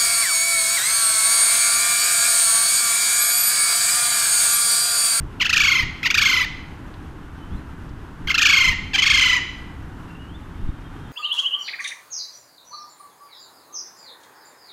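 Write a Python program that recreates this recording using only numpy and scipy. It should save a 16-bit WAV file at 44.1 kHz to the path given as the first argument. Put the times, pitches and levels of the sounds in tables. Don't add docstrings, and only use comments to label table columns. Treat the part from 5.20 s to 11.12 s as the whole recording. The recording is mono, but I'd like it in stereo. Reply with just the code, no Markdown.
import sys
import numpy as np
from scipy import signal
from scipy.fft import rfft, irfft
from scipy.io import wavfile
from scipy.ndimage import uniform_filter1d

SR = 44100
rng = np.random.default_rng(int(sys.argv[2]) if len(sys.argv) > 2 else 0)


def master(y):
    cut = np.clip(np.atleast_2d(y).T, -1, 1)
    pcm = np.round(cut * 32767)
    wavfile.write(sys.argv[1], SR, pcm.astype(np.int16))


def volts(x):
    e = np.asarray(x, float) / 20
    return 10 ** e


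N = 261072


def rms_one(x):
    return x / np.sqrt(np.mean(x ** 2) + 1e-20)


def at_hz(points, hz):
    hz_points, values = np.transpose(points)
    return np.interp(np.log(hz + 1), np.log(hz_points), values)


def wobble(size, rate_hz):
    r = np.exp(-2 * np.pi * rate_hz / SR)
    return rms_one(signal.lfilter([1], [1, -2 * r, r * r], rng.standard_normal(size + 4000))[4000:])


def fade(t, start, end, edge_s):
    return np.clip((t - start) / edge_s, 0, 1) * np.clip((end - t) / edge_s, 0, 1)


def filtered_noise(size, order, hz, kind):
    return signal.sosfilt(signal.butter(order, hz, kind, fs=SR, output="sos"), rng.standard_normal(size))


CLOSING_S = [.02, .006, .018, .025]
CLOSED_DB = -2
TIRED_BREATH = .5
HISS_DB, HISS_ABOVE_HZ, HISS_FOLLOWS = -43, 1200, 0.34


def squawk(call):
    t, share, pitch, level = voice_box(call)
    end = warble(call)[-1][0]
    shut = np.clip((t - end + CLOSING_S[call]) / .004, 0, 1)
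    hoarse = .7 * np.exp(-(t - t[0]) / .006)
    phase, voice, power = 2 * np.pi * np.cumsum(pitch) / SR, 0, 1e-12
    for order in range(1, 19):
        gain = throat_and_beak(call, order, pitch, share, shut)
        breath = hoarse + .12 + (.8 + TIRED_BREATH * share) * (order * pitch / 9000) ** 2.2
        clean = (1 + breath * wobble(len(t), 220)) * np.sin(order * phase + 0.35 * order ** 2)
        grain = breath * wobble(len(t), 250) * np.cos(order * phase)
        voice = voice + gain * (clean + grain)
        power = power + gain ** 2 * (.5 + breath ** 2)
    hiss = rms_one(filtered_noise(len(t), 8, SHADOW[call][1] + HISS_ABOVE_HZ, "high"))
    hiss = volts(HISS_DB) * (level / level.max()) ** HISS_FOLLOWS * (1 - shut) * hiss
    out = np.zeros(N)
    first = round(t[0] * SR)
    out[first:first + len(t)] = level * voice / np.sqrt(power) + hiss
    return out


# start_s, end_s
BREAKS = [
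    (.278, .2935),
    (.320, .3275),
    (.884, .902),
    (.922, .9425),
    (3.126, 3.1425),
    (3.166, 3.1785),
    (3.806, 3.820),
]
DWELL = [(0, 1.15), (.13, .72), (.40, .75), (.64, 2.1), (1, 2.8)]
SLACK = [0, 0, 0, .9]


def voice_box(call):
    s, hz, db = np.transpose(warble(call))
    t = np.arange(round(s[0] * SR), round(s[-1] * SR)) / SR
    k = np.clip(np.searchsorted(s, t, side="right") - 1, 0, len(s) - 2)
    swing = .5 - .5 * np.cos(np.pi * np.clip((t - s[k]) / (s[k + 1] - s[k]), 0, 1))
    rising = hz[k + 1] > hz[k]
    height = np.where(rising, swing, 1 - swing)
    share = np.clip((t - s[0]) / (s[-1] - s[0]), 0, 1)
    dwell = np.interp(share, *np.transpose(DWELL)) + SLACK[call] * (1 - share)
    bent = np.where(rising, 1 - (1 - height ** (1.25 * dwell)) ** 1.3, (1 - height ** dwell) ** 1.3)
    pitch = hz[k] * (hz[k + 1] / hz[k]) ** bent * (1.01 + .006 * wobble(len(t), 150))
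    lagging = np.where(rising, height ** 2.2, 1 - height ** 1.5)
    level_db = db[k] + (db[k + 1] - db[k]) * lagging - 4.0 - 3.2 * height
    level = volts(level_db) * fade(t, s[0], s[-1], 0.002)
    for start, end in BREAKS:
        dying = np.clip((t - start) / .006 + 1, 0, 1)
        level = level * (1 - dying * np.clip((end - t) / .001 + 1, 0, 1))
    return t, share, pitch, level


# start_s, first_trough_s, warble_period_s, quickening_s (per warble squared), end_s
SQUAWKS = [
    (.198, .221, .0383, .00008, .632),
    (.829, .864, .0411, .00022, 1.251),
    (3.072, 3.108, .0393, .00014, 3.529),
    (3.733, 3.752, .0400, .000155, 4.19),
]
# first_hz, second_hz, third_hz, fourth_hz, sagging_towards_hz
TROUGHS = [(957, 1261, 1271, 1212, 955), (905, 1101, 1190, 1116, 920), (1031, 1300, 1200, 1160, 960),
           (775, 1000, 1060, 1076, 950)]
# opening_hz, highest_hz, climb_hz (per warble), sag_after_hz (per warble)
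CRESTS = [(1450, 1975, 45, 92), (1339, 1870, 140, 92), (1605, 1870, 0, 76), (900, 1910, 85, 82)]
# held_db, first_trough_db, hesitation_after_db, tiring_by_end_db
EFFORT = [(-7, -11, 6, 4), (-7.5, -11.5, 3.5, 5), (-5.5, -11.5, 5, 3), (-5.5, -8.5, 2.5, 5)]
TRAIL_S = [0.0162, .003, 0.0129, 0.0046]
TRAIL_DB, OPENING_DB, DYING_DB = -39, -18, -19.5
SAG_WARBLES, DROOP, ONSET_HZ, OPENING_S = 5.0, .92, 1000, .018
CREST_AT_START, CREST_AT_END = .5, .45
RECOVER_WARBLES, TIRING_POWER = 1.6, 1.28
CREST_LOSS_DB, CREST_EARLY_DB, CREST_LATE_DB = 6.5, 10, 5
CREST_FULLEST = 0.56


def warble(call):
    start, first, period, quicken, end = SQUAWKS[call]
    *early, low_4, settle = TROUGHS[call]
    opening, high, climb, sag = CRESTS[call]
    held, first_db, hesitate, tire = EFFORT[call]
    n = np.arange(20)
    s = first + period * n - quicken * n ** 2
    n = n[s < end - period / 2.5]
    s, share = s[n], n / n[-1]
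    low = np.r_[early, settle + (low_4 - settle) * np.exp(-(n[3:] - 3) / SAG_WARBLES)]
    hesitation = hesitate * np.exp(-((n - 1) / RECOVER_WARBLES) ** 2)
    low_db = np.r_[first_db, (held - hesitation - tire * share ** TIRING_POWER)[1:]]
    crest_s = s + period * (CREST_AT_START + (CREST_AT_END - CREST_AT_START) * share)
    crest = high - np.where(n < 2, climb * (2 - n), sag * (n - 2))
    late = (share - CREST_FULLEST) / np.where(share < CREST_FULLEST, CREST_FULLEST, 1 - CREST_FULLEST)
    crest_db = held - CREST_LOSS_DB - np.where(late < 0, -CREST_EARLY_DB * late, CREST_LATE_DB * late ** 2)
    rows = [(start, opening, OPENING_DB)]
    if first - start > period * .75:
        rows = [(start, ONSET_HZ, OPENING_DB), (first - OPENING_S, opening, OPENING_DB)]
    crests = [c for c in zip(crest_s, crest, crest_db) if c[0] < end - period / 4]
    rows += sorted([*zip(s, low, low_db), *crests])
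    last = low[-1] * DROOP ** ((end - s[-1]) / period)
    return rows + [(end, last, DYING_DB), (end + TRAIL_S[call], 1.03 * last, TRAIL_DB)]


# pitch_hz, level_db
TRACT = [(750, -19), (1100, -15), (1800, -8), (2600, -7), (3250, 1), (3800, -8), (4450, 2), (5400, -6),
         (6500, -3), (7500, -16), (9000, -21), (11000, -28), (13000, -26), (14500, -31)]
BEAK_CAVITY_HZ = [3500, 3630, 3500, 2970]
# throat_start_hz, throat_end_hz, turned_away_db, beak_start_db, beak_end_db
HEAD = [(2690, 2040, 0.1, 2.5, 2), (2310, 2010, -0.3, 6, 5.5), (2310, 2180, 0.5, 1.5, -0.5),
        (2530, 2170, 1.35, 4.5, 2)]
# start_hz, midway_hz, reached at share (0 to 1), end_hz
SHADOW = [(10400, 11600, 0.18, 6900), (9550, 10900, 0.42, 6900), (10000, 9550, 0.59, 9300),
          (10700, 11700, 0.42, 8900)]
# share of the squawk (0 to 1), brightness_db (per octave)
GAPE = [(0, -5), (.25, 0.4), (.55, -0.83), (1, -4.5)]
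# gap_start_db, gap_end_db (gap between throat and beak), shaded_start_db, shaded_end_db
TURN = [(1, 1, 2.5, -1), (3, 0.5, 3, 0), (0, 1.5, 2.5, -1.5), (-6, -2.5, 1.5, -3)]
THROAT_WIDTH_HZ, SHADED_HZ, GAP_HZ, GAP_WIDTH_HZ = 764, 5370, 2570, 300
NOTCH_WIDTH_HZ, NOTCH_DB = 750, -30
SHADE_TREBLE_DB = -5.5


def throat_and_beak(call, order, pitch, share, shut):
    throat_0, throat_1, away, cavity_0, cavity_1 = HEAD[call]
    throat = throat_0 + (throat_1 - throat_0) * share ** 0.35
    cavity_db = cavity_0 + (cavity_1 - cavity_0) * share
    notch_0, notch_top, lifted, notch_1 = SHADOW[call]
    notch = np.interp(share, [0, lifted, 1], [notch_0, notch_top, notch_1])
    gap_0, gap_1, shade_0, shade_1 = TURN[call]
    gap_db, shade_db = gap_0 + (gap_1 - gap_0) * share, shade_0 + (shade_1 - shade_0) * share
    bright = np.interp(share, *np.transpose(GAPE))
    slope = bright - (5 - 2.5 * share) * np.log2(pitch / 1000) + CLOSED_DB * shut
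    f = order * pitch
    db = at_hz(TRACT, f) + slope * np.log2(order)
    db = db + NOTCH_DB * (0.5 - 0.28 * share ** 3) * np.exp(-((f - notch) / NOTCH_WIDTH_HZ) ** 2)
    db = db + cavity_db * np.exp(-((f - BEAK_CAVITY_HZ[call]) / 350) ** 2)
    db = db + shade_db * np.exp(-((f - SHADED_HZ) / 900) ** 2)
    db = db + gap_db * np.exp(-((f - GAP_HZ) / GAP_WIDTH_HZ) ** 2)
    db = db + SHADE_TREBLE_DB * away * np.clip(f / 4000 - 2, 0, 1)
    throat_gain = 0.11 + 1 / (1 + ((f - throat) / THROAT_WIDTH_HZ * 2) ** 2)
    return volts(db) * throat_gain * (f < 16000)


# start_s, peak_db, pitch_hz, length_s
TICKS = [
    (1.739, -41.5, 3680, 0.0055),
    (2.692, -51, 5600, 0.005),
    (5.1941, -56, 2280, 0.0073),
]


def ticks():
    out = np.zeros(N)
    for s, db, hz, length in TICKS:
        t = np.arange(2000) / SR
        burst = rms_one(filtered_noise(len(t), 3, [2300, 1.04 * hz + 400], "band"))
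        out[round(s * SR):round(s * SR) + len(t)] += volts(db - 1) * burst * np.exp(-t / length)
    return out


# time_s, pitch_hz, level_db
WHISTLES = [
    [(2.14, 3150, -67), (2.22, 3030, -50), (2.30, 3120, -55), (2.36, 3720, -48.5), (2.39, 4170, -46)],
    [(4.88, 2760, -44), (4.95, 2760, -48), (5.08, 2950, -46), (5.13, 3270, -49), (5.18, 3730, -46)],
    [(5.35, 3600, -57), (5.55, 3650, -62), (5.92, 3600, -60)],
    [(5.33, 3150, -61), (5.7, 3200, -55), (5.92, 3250, -55)],
]


def whistles():
    out = np.zeros(N)
    for rows in WHISTLES:
        s, hz, db = np.transpose(rows)
        span = np.arange(round(s[0] * SR), min(N, round(s[-1] * SR)))
        t = span / SR
        pitch = np.interp(t, s, hz) * (1 + .009 * wobble(len(span), 70))
        level_db = np.interp(t, s, db) - 8 + 5 * wobble(len(span), 40)
        level = volts(level_db) * fade(t, s[0], s[-1], .01)
        out[span] += level * np.sin(2 * np.pi * np.cumsum(pitch) / SR)
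    return out


# pitch_hz, time_to_fall_60_db_s
ROOM = [(1000, .8), (3000, .75), (6000, .6), (11500, .16)]
ROOM_DB, EARLY_DB = -15.5, -23


def room(x):
    t = np.arange(SR) / SR
    tail, edges = 0, [300, 1500, 2600, 4500, 8000, 16000]
    for low, high in zip(edges, edges[1:]):
        tail = tail + filtered_noise(SR, 2, [low, high], "band") * volts(-60 * t / at_hz(ROOM, np.sqrt(low * high)))
    tail = tail * np.clip((t - .006) / 0.014, 0, 1)
    tail = volts(ROOM_DB) * tail / np.sqrt(np.sum(tail ** 2))
    early = (SR * np.array([.0031, .0058, .0092, .0135])).astype(int)
    tail[early] += volts(EARLY_DB) * np.array([-0.049, -1.3, -0.27, -1.85])
    return signal.fftconvolve(x, tail)[:N]


# pitch_hz, level_db (per Hz)
FAN = [(24, -41), (40, -28), (64, 2.5), (211, -9), (306, -5.5), (364, -12.5), (454, -16.5), (568, -22),
       (910, -16.5), (1530, -18.5), (2390, -30), (2850, -29), (4340, -39), (13600, -49), (15000, -60)]
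# pitch_hz, level_db
HUM = [(128, -58), (165, -49.5), (265, -53)]
FAN_DB = -39


def fan():
    shaped = irfft(rfft(rng.standard_normal(N)) * volts(at_hz(FAN, np.fft.rfftfreq(N, 1 / SR))), N)
    waver = np.cumsum(1 + 0.02045 * wobble(N, 4.45)) / SR
    hum = sum(volts(db) * np.sin(2 * np.pi * hz * waver) for hz, db in HUM)
    return volts(FAN_DB + 0.78 * wobble(N, 6.6)) * rms_one(shaped) + volts(3.0 * wobble(N, 7.2)) * hum


# peak_time_s, peak_db
GUSTS = [(.03, -27.5), (.43, -39), (0.639, -31), (1.0, -47), (2.34, -31), (2.722, -40), (3.05, -33),
         (3.498, -28), (3.64, -35.5), (3.95, -37), (4.63, -53), (5.44, -32)]
# start_s, peak_db, length_s
PUFFS = [
    (.63, -27, .012),
    (2.34, -25, .012),
    (3.484, -19, .005),
    (5.432, -16, .018),
    (5.488, -12, .004),
]
GUST_S, CALM_DB, CALM_SWING_DB, PUFF_CUT_HZ = 0.044, -39, 1, 260


def buffeting():
    t = np.arange(N) / SR
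    low = filtered_noise(N, 1, [11, 60], "band")
    gusts = sum(volts(db) * np.exp(-((t - s) / GUST_S) ** 2) for s, db in GUSTS)
    coarse = N // 20 + 1
    calm = np.interp(t, np.arange(coarse) * 20 / SR, wobble(coarse, 80))
    out = (volts(CALM_DB + CALM_SWING_DB * calm) + gusts) * rms_one(low)
    for s, db, length in PUFFS:
        u = np.clip((t - s) / length, 0, 30)
        out = out + volts(db) * 6 * u * (1 - u) * np.exp(-1.6 * u)
    return signal.sosfilt(signal.butter(3, PUFF_CUT_HZ, fs=SR, output="sos"), out)


def scene():
    bird, far = sum(squawk(call) for call in range(len(SQUAWKS))) + ticks(), whistles()
    turn_s = np.array(SQUAWKS)[:, [0, -1]].ravel()
    away = volts(np.interp(np.arange(N) / SR, turn_s, np.repeat(np.array(HEAD)[:, 2], 2)))
    mono = bird / away ** 0.94 + far + room(bird * away + volts(2.5) * far) + fan() + buffeting()
    return np.array([mono, mono])


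def treble_spread(x, share=0.41, spread_db=-5.5):
    side, edges, patches = 0, [3800, 5400, 7000, 8600, 10200, 12000, 14600], N // 1024 + 2
    for k, (low, high) in enumerate(zip(edges, edges[1:])):
        band = signal.butter(3, [low, high], "band", fs=SR, output="sos")
        size = np.sqrt(uniform_filter1d(signal.sosfilt(band, x) ** 2, size=300) + 1e-14)
        chosen = uniform_filter1d(rng.random(patches), size=2) < share - (k == 0) * .2
        gate = np.interp(np.arange(N) / 1024, np.arange(patches), chosen)
        side = side + volts(spread_db) * gate * size * rms_one(signal.sosfilt(band, rng.standard_normal(N)))
    return side


CUTOFF_HZ = 14450


def band_limit(x):
    return signal.sosfilt(signal.butter(12, 15300, fs=SR, output="sos"), x)


def record(dry):
    wet = dry + treble_spread(dry[0]) * [[1], [-1]]
    wet = signal.sosfilt(signal.cheby2(12, 50, CUTOFF_HZ + 350, fs=SR, output="sos"), wet)
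    return band_limit(wet)


dry = scene()
out = record(dry)
master(out)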